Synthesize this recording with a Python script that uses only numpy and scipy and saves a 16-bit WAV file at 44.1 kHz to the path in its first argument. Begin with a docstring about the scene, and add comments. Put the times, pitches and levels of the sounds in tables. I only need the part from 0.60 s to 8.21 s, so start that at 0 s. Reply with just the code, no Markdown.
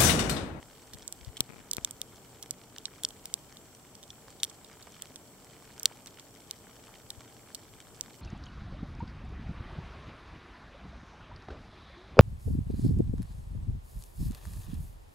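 """Sharp, ringing ticks over a soft patter: graupel falling on a quiet street at night.
Pellets strike a hand-held camera and ring its two microphone ports; others land softly on a coat.
The left port also takes two thuds, a fading run of tiny pops and the odd buffeting gust.
Behind it all, far wind rumbles and the town drones under a fine hiss."""
import sys
import numpy as np
from scipy import signal
from scipy.fft import rfft, irfft, next_fast_len
from scipy.io import wavfile
from scipy.ndimage import uniform_filter1d, map_coordinates

SR = 44100
rng = np.random.default_rng(int(sys.argv[2]) if len(sys.argv) > 2 else 0)


def unload_wav(signal):
    """Save mono or channel-first audio to the path in sys.argv[1] as 16-bit WAV at rate SR, clipped to [-1, 1]."""
    wavfile.write(
        sys.argv[1],
        SR,
        np.round(np.clip(np.atleast_2d(signal).T, -1, 1) * 32767).astype(np.int16),
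    )


N = 335601

# Clear hits on the camera:
# start_s, level_db, tilt_db_per_oct, arch_db_per_oct2, spot_hz, crumble_ms (sign unused), left_lag_samples
CAMERA_HITS = [(0.3348, -9.5, 0, -0.5, 4400, 2.5, 3), (0.4226, -15.5, -4.5, 3, 3300, 2, 1),
               (0.4781, -2.5, 8, 9, 6060, 0.75, 4), (0.5252, -6.5, 4, 2, 8500, 0, 3.5),
               (0.769, -9, -2.5, -4.5, 3320, 3, -1.5), (0.806, 10, 1, -2.5, 3290, 0, -2.5),
               (1.113, 6.5, 5, 11.5, 5600, 0.5, 3.5), (1.1332, 1.5, 3, 1.5, 5930, 1, 3),
               (1.1481, -15, 6.04, 4.5, 3400, 0, 3), (1.168, -2.5, 3.5, 0, 4400, 0, 3),
               (1.2477, 5.5, -2.5, -0.5, 7150, 0.53, 3.5), (1.3096, -7, 4.5, 3, 8060, -0.5, 4),
               (1.416, .5, 0, 0, 3530, 0, 3), (1.8266, -5.5, 3, 3, 3426, 1.5, 2.5),
               (1.909, 4, 3, 5, 3370, 0.52, 3.5), (2.1834, -5, -1, 3.5, 3070, 0.37, 2.5),
               (2.2549, 1, -9, 7, 4000, 0.85, 4), (2.4351, -5, 3, -6, 3300, -0.56, 1.22),
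               (2.4491, 8.5, -4, 4.5, 4420, -1, 1.67), (2.488, -12.5, 0.1, 3.5, 5800, 0.9, 4),
               (2.656, -6.5, 1, -2, 8000, 1, 2.5), (2.7402, 6.5, 0.5, 4.5, 8430, 0, 3),
               (3.504, -13, -9, 5, 3490, 1.5, 1.5), (3.8006, -16, -7, 5.5, 3800, 2.5, 2),
               (3.8328, 9, -1.5, -2.04, 3790, 0, 1.57), (3.8404, -3.5, 1.5, -4, 8000, 1.5, 3),
               (3.8476, -4.5, 2.5, 3, 3300, 1.17, 2.5), (3.8976, -12.5, 0.5, 7, 3420, 1.68, 3.5),
               (4.4217, -7.5, -1.5, -4, 8000, -0.5, 3), (4.5589, -12, -1, -2, 3100, 1.5, 4),
               (5.197, -9.5, 6, 4.5, 6040, -0.52, 3.5), (5.2319, -2.5, 7.5, 2.5, 5600, -0.62, 3.5),
               (5.2566, 16, -1.56, -0.82, 4484, 0, 1.1), (5.471, -11.5, -1, 2, 4300, 1.78, 3),
               (5.597, -13, -1, 5.5, 3990, 0.94, 3.5), (5.9106, -0.5, -0.36, 2.5, 4250, 0, 3),
               (6.5037, -5, -3.5, 1, 3900, 1.3, 3.5), (6.9477, -2.5, -1, 3, 4412, 1.5, 3),
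               (7.41, -0.5, -1, 2.5, 5800, 0.26, 3.5)]
# Modes of each port and the case around it: centre_hz, width_hz, gain_db
LEFT_PORT_MODES = [(3630, 444, 0.46), (4230, 545, -3), (5618, 760, -2.5), (7526, 650, -2),
                   (8470, 679, -0.5), (11050, 1920, -10), (14020, 3500, -13)]
RIGHT_PORT_MODES = [(3235, 580, -2), (4313, 246, 0), (5592, 909, -1.07), (7606, 793, 0.5), (8499, 634, 0.8),
                    (10530, 2860, -9), (13870, 1660, -11)]
# Closest pellets on the coat: start_s, level_db, pitch_hz
COAT_HITS = [(0.0283, -37.5, 1730), (0.3854, -33.5, 5360), (0.612, -41, 3030), (1.2741, -39, 1620),
             (1.86, -34.5, 5270), (2.1628, -35, 2060), (2.9247, -39.5, 3220), (3.1494, -36.5, 4380),
             (3.6822, -39.5, 1710), (3.704, -39, 3230), (4.2698, -42.5, 1700), (4.4558, -36.5, 3000),
             (4.8459, -38, 5510), (5.1795, -37, 2090), (5.46, -33.5, 5420), (6.6067, -38, 2230),
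             (7.203, -34.5, 3450), (7.4608, -39.5, 2420)]
# Strength of the faint patter: time_s, level_db
PATTER_LEVEL = [(0, -61), (1.9, -62.5), (2.4, -59), (3.0, -65), (3.5, -63.5), (4.3, -57.5), (4.7, -65),
                (5.1, -58.5), (6.4, -60), (7.61, -59.5)]
# Coat response: freq_hz, gain_db
COAT_RESPONSE = [(500, 6.5), (1500, 2.5), (2600, -5), (3300, -0.5), (4200, -4), (5500, -0.5), (8200, 1),
                 (9500, -4.5), (15000, -21.5)]
# Blows that push air into the left port: start_s, level_db
PORT_THUDS = [(0.8060, 8), (1.1829, 5)]
# Left diaphragm response: freq_hz, gain_db
DIAPHRAGM_RESPONSE = [(20, -22.5), (60, 4), (130, 9), (400, 1.5), (900, -8), (1300, -4.5), (1800, -9.5),
                      (2400, -3), (3000, -18.5), (8000, -25.5), (16000, -62)]
# Eddies passing the left port: centre_s, level_db, pitch_hz, half_length_s
PORT_EDDIES = [(0.345, -39.5, 131.8, 0.0052), (0.357, -40, 110.5, 0.0063), (0.628, -42, 65.4, 0.0124),
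               (0.679, -30, 96.5, 0.0071), (0.696, -35.5, 70, 0.0103), (1.233, -48.5, 55, .025),
               (6.583, -40.5, 85, 0.0079)]
# Gusts on the left port: time_s, level_db
GUST_LEVEL = [(0, -63), (0.3, -70), (0.6, -60), (1.3, -76), (1.6, -74), (5.7, -82), (6.5, -63.5),
              (6.9, -78.5), (7.3, -59.5), (7.61, -63.5)]
# Spectra of the far wind and the hiss: freq_hz, gain_db
WIND_SPECTRUM = [(15, -28), (25, -10), (40, -3.5), (65, -2.5), (100, 0), (160, -0.5), (300, -3),
                 (550, -5.5), (900, -9), (1400, -14), (2200, -22), (3200, -25), (6000, -72)]
HISS_SPECTRUM = [(1500, -42.5), (2500, -6.5), (3200, -1.5), (4000, -5.5), (4700, -5.5), (5800, 0.5),
                 (6600, -1.5), (7500, 6), (8400, 3.5), (9300, -6.5), (12000, -3.5), (15800, -5.5)]
# Resonances of the town drone, before squaring: centre_hz, width_hz, gain_db
TOWN_MODES = [(116.7, 18.2, -2), (176, 56, -9.5), (271.7, 48, -4.5), (360.2, 13.4, -5), (442.9, 29.5, -4.5),
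              (595.3, 39.7, -8), (782, 73, -8.5)]
# Left-right likeness of the background: freq_hz, correlation
STEREO_CORRELATION = [(60, 0.92), (130, 0.88), (290, 0.892), (640, 0.897), (1410, 0.754), (3100, -0.19),
                      (6820, -0.12), (15000, 0.0088)]
# Peaks and notches of the camera body: centre_hz, width_hz, gain_db
BODY_BANDS = [(535.3, 38.3, -1.5), (2304, 256, 3.5), (2640, 124, -2), (3058, 156, 2.5), (4026, 87, -2.5),
              (4356, 212, 4), (6550, 330, -2.5), (9260, 303, -3), (9960, 410, 2.31)]


def camera_ticks(echo_db, echo_s, size=1024):
    """Each pellet rings both ports for 1-2 ms; the nearer port gets it sooner and louder."""
    contact_hz, spot_gain_db, spot_width_oct = 5750, 5, 0.189
    left_bias_db, shade_db_per_sample2, lead_s = .5, 0.324, .001
    out, hz, t = np.zeros((2, N)), np.fft.rfftfreq(size, 1 / SR), np.arange(size) / SR
    ports = np.array([resonances(LEFT_PORT_MODES, hz), resonances(RIGHT_PORT_MODES, hz)])
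    sides = np.array([[.5], [-.5]])
    octave = np.log2(np.clip(hz, 2400, 12000) / contact_hz)
    dip_db = -3 * bell(hz - 2584, 306)  # the case rings least just below its first mode
    for start_s, level_db, tilt, arch, spot_hz, crumble_ms, lag in [*CAMERA_HITS, *grazing_hits()]:
        # the landing spot favours one pitch
        spot_db = spot_gain_db * bell(np.log2((hz + 1) / spot_hz), spot_width_oct)
        contact = minimum_phase(level_db + tilt * octave - arch * octave ** 2 + spot_db + dip_db)
        echo = rng.standard_normal(size) * t * np.exp(-t / echo_s)  # scatter off hand and sleeve
        blow = crumble(abs(crumble_ms), size) + amp(echo_db) * echo / np.linalg.norm(echo)
        pan_db = left_bias_db - shade_db_per_sample2 * lag * abs(lag)
        delay_s = sides * lag / SR + lead_s
        arrival = amp(sides * pan_db) * np.exp(-2j * np.pi * hz * delay_s)
        add(out, start_s - lead_s, irfft(rfft(blow) * contact * ports * arrival))
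    return out


def grazing_hits(count=8, level_db=-17, spread_db=0.5, spot_hz=4200, lag_samples=3.35):
    """Pellets that only graze the camera: faint, dull, randomly timed. Columns as CAMERA_HITS."""
    return [(when * N / SR, level_db + spread_db * (2 * strength - 1), -4 * dull, 1,
             spot_hz * 2 ** (spot - .5), 2 * brittle, lag_samples)
            for when, strength, dull, spot, brittle in rng.random((count, 5))]


def crumble(spread_ms, size, count=16, knee_ms=0.82):
    """One contact, then the fragments of the breaking pellet; energy 1."""
    blow = np.zeros(size)
    delays = np.minimum(rng.exponential(size=count) * spread_ms * SR / 1000, size // 2).astype(int)
    fragments = unit_rms(rng.standard_normal(count)) * spread_ms / (spread_ms + knee_ms) / 2
    np.add.at(blow, delays + 1, fragments)
    blow[0] = 1
    return blow / np.linalg.norm(blow)


def coat_patter(near_db, far_db, spread_db, far_hz, count, pan_db=2.14):
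    """Pellets on the coat: a few close ones, a fine crackle of faint ones all around."""
    out, sides = np.zeros((2, N)), np.array([[1], [-1]])
    near_puffs = soft_landings(np.array(COAT_HITS)[:, 2], decay_s=0.00078, width_oct=1.3)
    for (start_s, level_db, _), puff in zip(COAT_HITS, near_puffs):
        add(out, start_s, amp(level_db + near_db - sides) * puff)  # right 2 dB above left
    when, rank = rng.random((2, count))
    pitch, pan = rng.standard_normal((2, count))
    size_db = -spread_db * np.log(rank + .04)  # many small, few large
    levels_db = over_time(PATTER_LEVEL)[(when * N).astype(int)] + far_db + size_db
    stereo_gains = amp(levels_db + pan_db * pan * sides).T
    far_puffs = soft_landings(far_hz * np.exp(.41 * pitch), decay_s=0.000976, width_oct=0.642)
    for start_s, gains, puff in zip(when * N / SR, stereo_gains, far_puffs):
        add(out, start_s, gains[:, None] * puff)
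    return filtered(out, lambda hz: amp(over_freq(COAT_RESPONSE, hz)))


def soft_landings(pitch_hz, decay_s, width_oct, size=256):
    """One row per pellet: a puff of noise around its pitch, peak 1."""
    t, hz = np.arange(size) / SR, np.fft.rfftfreq(size, 1 / SR)
    band = 1 / np.sqrt(1 + (np.log2((hz + 1) / pitch_hz[:, None]) / width_oct) ** 4)
    noise = irfft(rfft(rng.standard_normal((len(pitch_hz), size))) * band)
    puffs = noise * np.sqrt(t) * np.exp(-t / decay_s)
    return puffs / np.abs(puffs).max(axis=1, keepdims=True)


def port_thuds_and_pops(pop_start_s, pop_gap_s, pop_db, fade_db_per_s, spread_db, count):
    """Blows push the left diaphragm; tiny pops fade away, as if a pellet were melting in the port."""
    impulses = np.zeros(N)
    for start_s, level_db in PORT_THUDS:
        impulses[round(start_s * SR)] += amp(level_db)
    for k, (jitter, strength) in enumerate(rng.uniform(-0.963, 1, (count, 2))):
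        age_s = (k + jitter / 2) * pop_gap_s
        level_db = pop_db - fade_db_per_s * age_s + spread_db * strength
        impulses[round((pop_start_s + age_s) * SR)] -= amp(level_db)
    return filtered(impulses, lambda hz: minimum_phase(over_freq(DIAPHRAGM_RESPONSE, hz)))


def port_gusts(flutter_db, flutter_per_s):
    """Eddies and low turbulence buffet the exposed left diaphragm."""
    t = np.arange(N) / SR
    eddies = sum(amp(level_db) * np.sin(2 * np.pi * hz * (t - centre_s)) * bell(t - centre_s, half_s)
                 for centre_s, level_db, hz, half_s in PORT_EDDIES)
    spectrum_hz_db = [(15, -20), (45, 2.5), (110, -9), (300, -42.5), (2000, -96)]
    turbulence = filtered(rng.standard_normal(N), lambda hz: amp(over_freq(spectrum_hz_db, hz)))
    gust_db = over_time(GUST_LEVEL) + flutter_db * wobble(flutter_per_s)
    return eddies + amp(gust_db) * unit_rms(turbulence)


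def far_wind():
    """Broad rumble of distant wind."""
    return stereo_noise(lambda hz: amp(over_freq(WIND_SPECTRUM, hz)), patchy_db=.5)


def town_drone():
    """The far town: noise in a few low resonant bands."""
    return stereo_noise(lambda hz: np.abs(resonances(TOWN_MODES, hz)) ** 2, patchy_db=2.0)


def fine_hiss(top_hz=15780):
    """Even treble hiss."""
    return stereo_noise(lambda hz: amp(over_freq(HISS_SPECTRUM, hz)) * (hz < top_hz), patchy_db=1.0)


def background(wind_db, drone_db, hiss_db, left_lean_db, sway_db, sway_per_s):
    """Wind and drone lean left; wind and hiss sway slightly together."""
    drift_db = sway_db * wobble(sway_per_s)
    wind = amp(wind_db + drift_db) * far_wind()
    drone = amp(drone_db) * town_drone()
    hiss = amp(hiss_db + drift_db) * fine_hiss()
    return (wind + drone) * amp([[left_lean_db], [-left_lean_db]]) + hiss


def stereo_noise(gain, patchy_db):
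    """Noise of rms 1 with drifting patches, nearly mono in the bass."""
    def mid_side_gain(hz):
        angle = np.arccos(np.clip(over_freq(STEREO_CORRELATION, hz), -1, 1)) / 2
        return gain(hz) * np.array([np.cos(angle), np.sin(angle)])

    spectra = signal.stft(rng.standard_normal((2, N)), nperseg=512)[2]
    patches = uniform_filter1d(rng.standard_normal(spectra.shape[1:]), size=6, axis=0)
    patches = uniform_filter1d(patches, size=14, axis=1)
    pair = signal.istft(spectra * amp(patchy_db * unit_rms(patches)), nperseg=512)[1][:, :N]
    mid, side = filtered(pair, mid_side_gain)
    return unit_rms(np.array([mid + side, mid - side]))


def camera_body(hz):
    """Gain of the camera body for airborne sound."""
    return amp(sum(db * bell(hz - centre_hz, width_hz) for centre_hz, width_hz, db in BODY_BANDS))


def resonances(modes, hz):
    """Complex response of damped modes, alternating in sign."""
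    return sum((-1) ** k * amp(db) * 1j * hz * width_hz / (centre_hz ** 2 - hz ** 2 + 1j * hz * width_hz)
               for k, (centre_hz, width_hz, db) in enumerate(modes))


def minimum_phase(gain_db):
    """Causal response with these gains."""
    cepstrum = irfft(np.log(amp(gain_db)))
    half = len(cepstrum) // 2
    return np.exp(rfft(np.r_[cepstrum[0], 2 * cepstrum[1:half], np.zeros(half)]))


def filtered(x, response):
    """x through a complex response(hz)."""
    size = 2 * next_fast_len(N // 2 + 8192)
    return irfft(rfft(x, size) * response(np.fft.rfftfreq(size, 1 / SR)), size)[..., :N]


def amp(db):
    return 10 ** (np.asarray(db) / 20)


def unit_rms(x):
    return x / np.sqrt(np.mean(x ** 2) + 1e-20)


def bell(offset, width):
    return np.exp(-(offset / width) ** 2)


def over_freq(points, hz):
    """(freq_hz, value) points read on a log axis."""
    knots_hz, values = np.transpose(points)
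    return np.interp(np.log(hz + 1), np.log(knots_hz + 1), values)


def over_time(points):
    """(time_s, value) points read at every sample."""
    return np.interp(np.arange(N) / SR, *np.transpose(points))


def wobble(knots_per_s):
    """Smooth random curve."""
    knots = rng.standard_normal(int(N * knots_per_s / SR) + 4)
    return map_coordinates(knots, [np.arange(N) * knots_per_s / SR])


def add(track, start_s, sound):
    """Mix a sound into a track in place."""
    part = track[..., max(round(start_s * SR), 0):][..., :sound.shape[-1]]
    part += sound[..., :part.shape[-1]]


def scene():
    """Airborne sound coloured by the camera body, plus direct hits and gusts."""
    airborne = coat_patter(near_db=1.5, far_db=5.0, spread_db=4.0, far_hz=3018, count=1600)
    airborne += background(wind_db=-57, drone_db=-63.5, hiss_db=-59.5, left_lean_db=.5,
                           sway_db=0.3527, sway_per_s=2.472)
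    out = filtered(airborne, camera_body) + camera_ticks(echo_db=-19, echo_s=0.00094)
    out[0] += port_thuds_and_pops(pop_start_s=.8873, pop_gap_s=0.012, pop_db=-8.5,
                                  fade_db_per_s=51, spread_db=1.5, count=11)
    out[0] += port_gusts(flutter_db=2.34, flutter_per_s=10)
    return out


def record(dry):
    """Input clipping on the hardest tick, then a steep low-pass."""
    ceiling, cutoff_hz = .93, 16450
    return filtered(np.clip(dry, -ceiling, ceiling), lambda hz: 1 / (1 + (hz / cutoff_hz) ** 90))


dry = scene()
out = record(dry)
unload_wav(out)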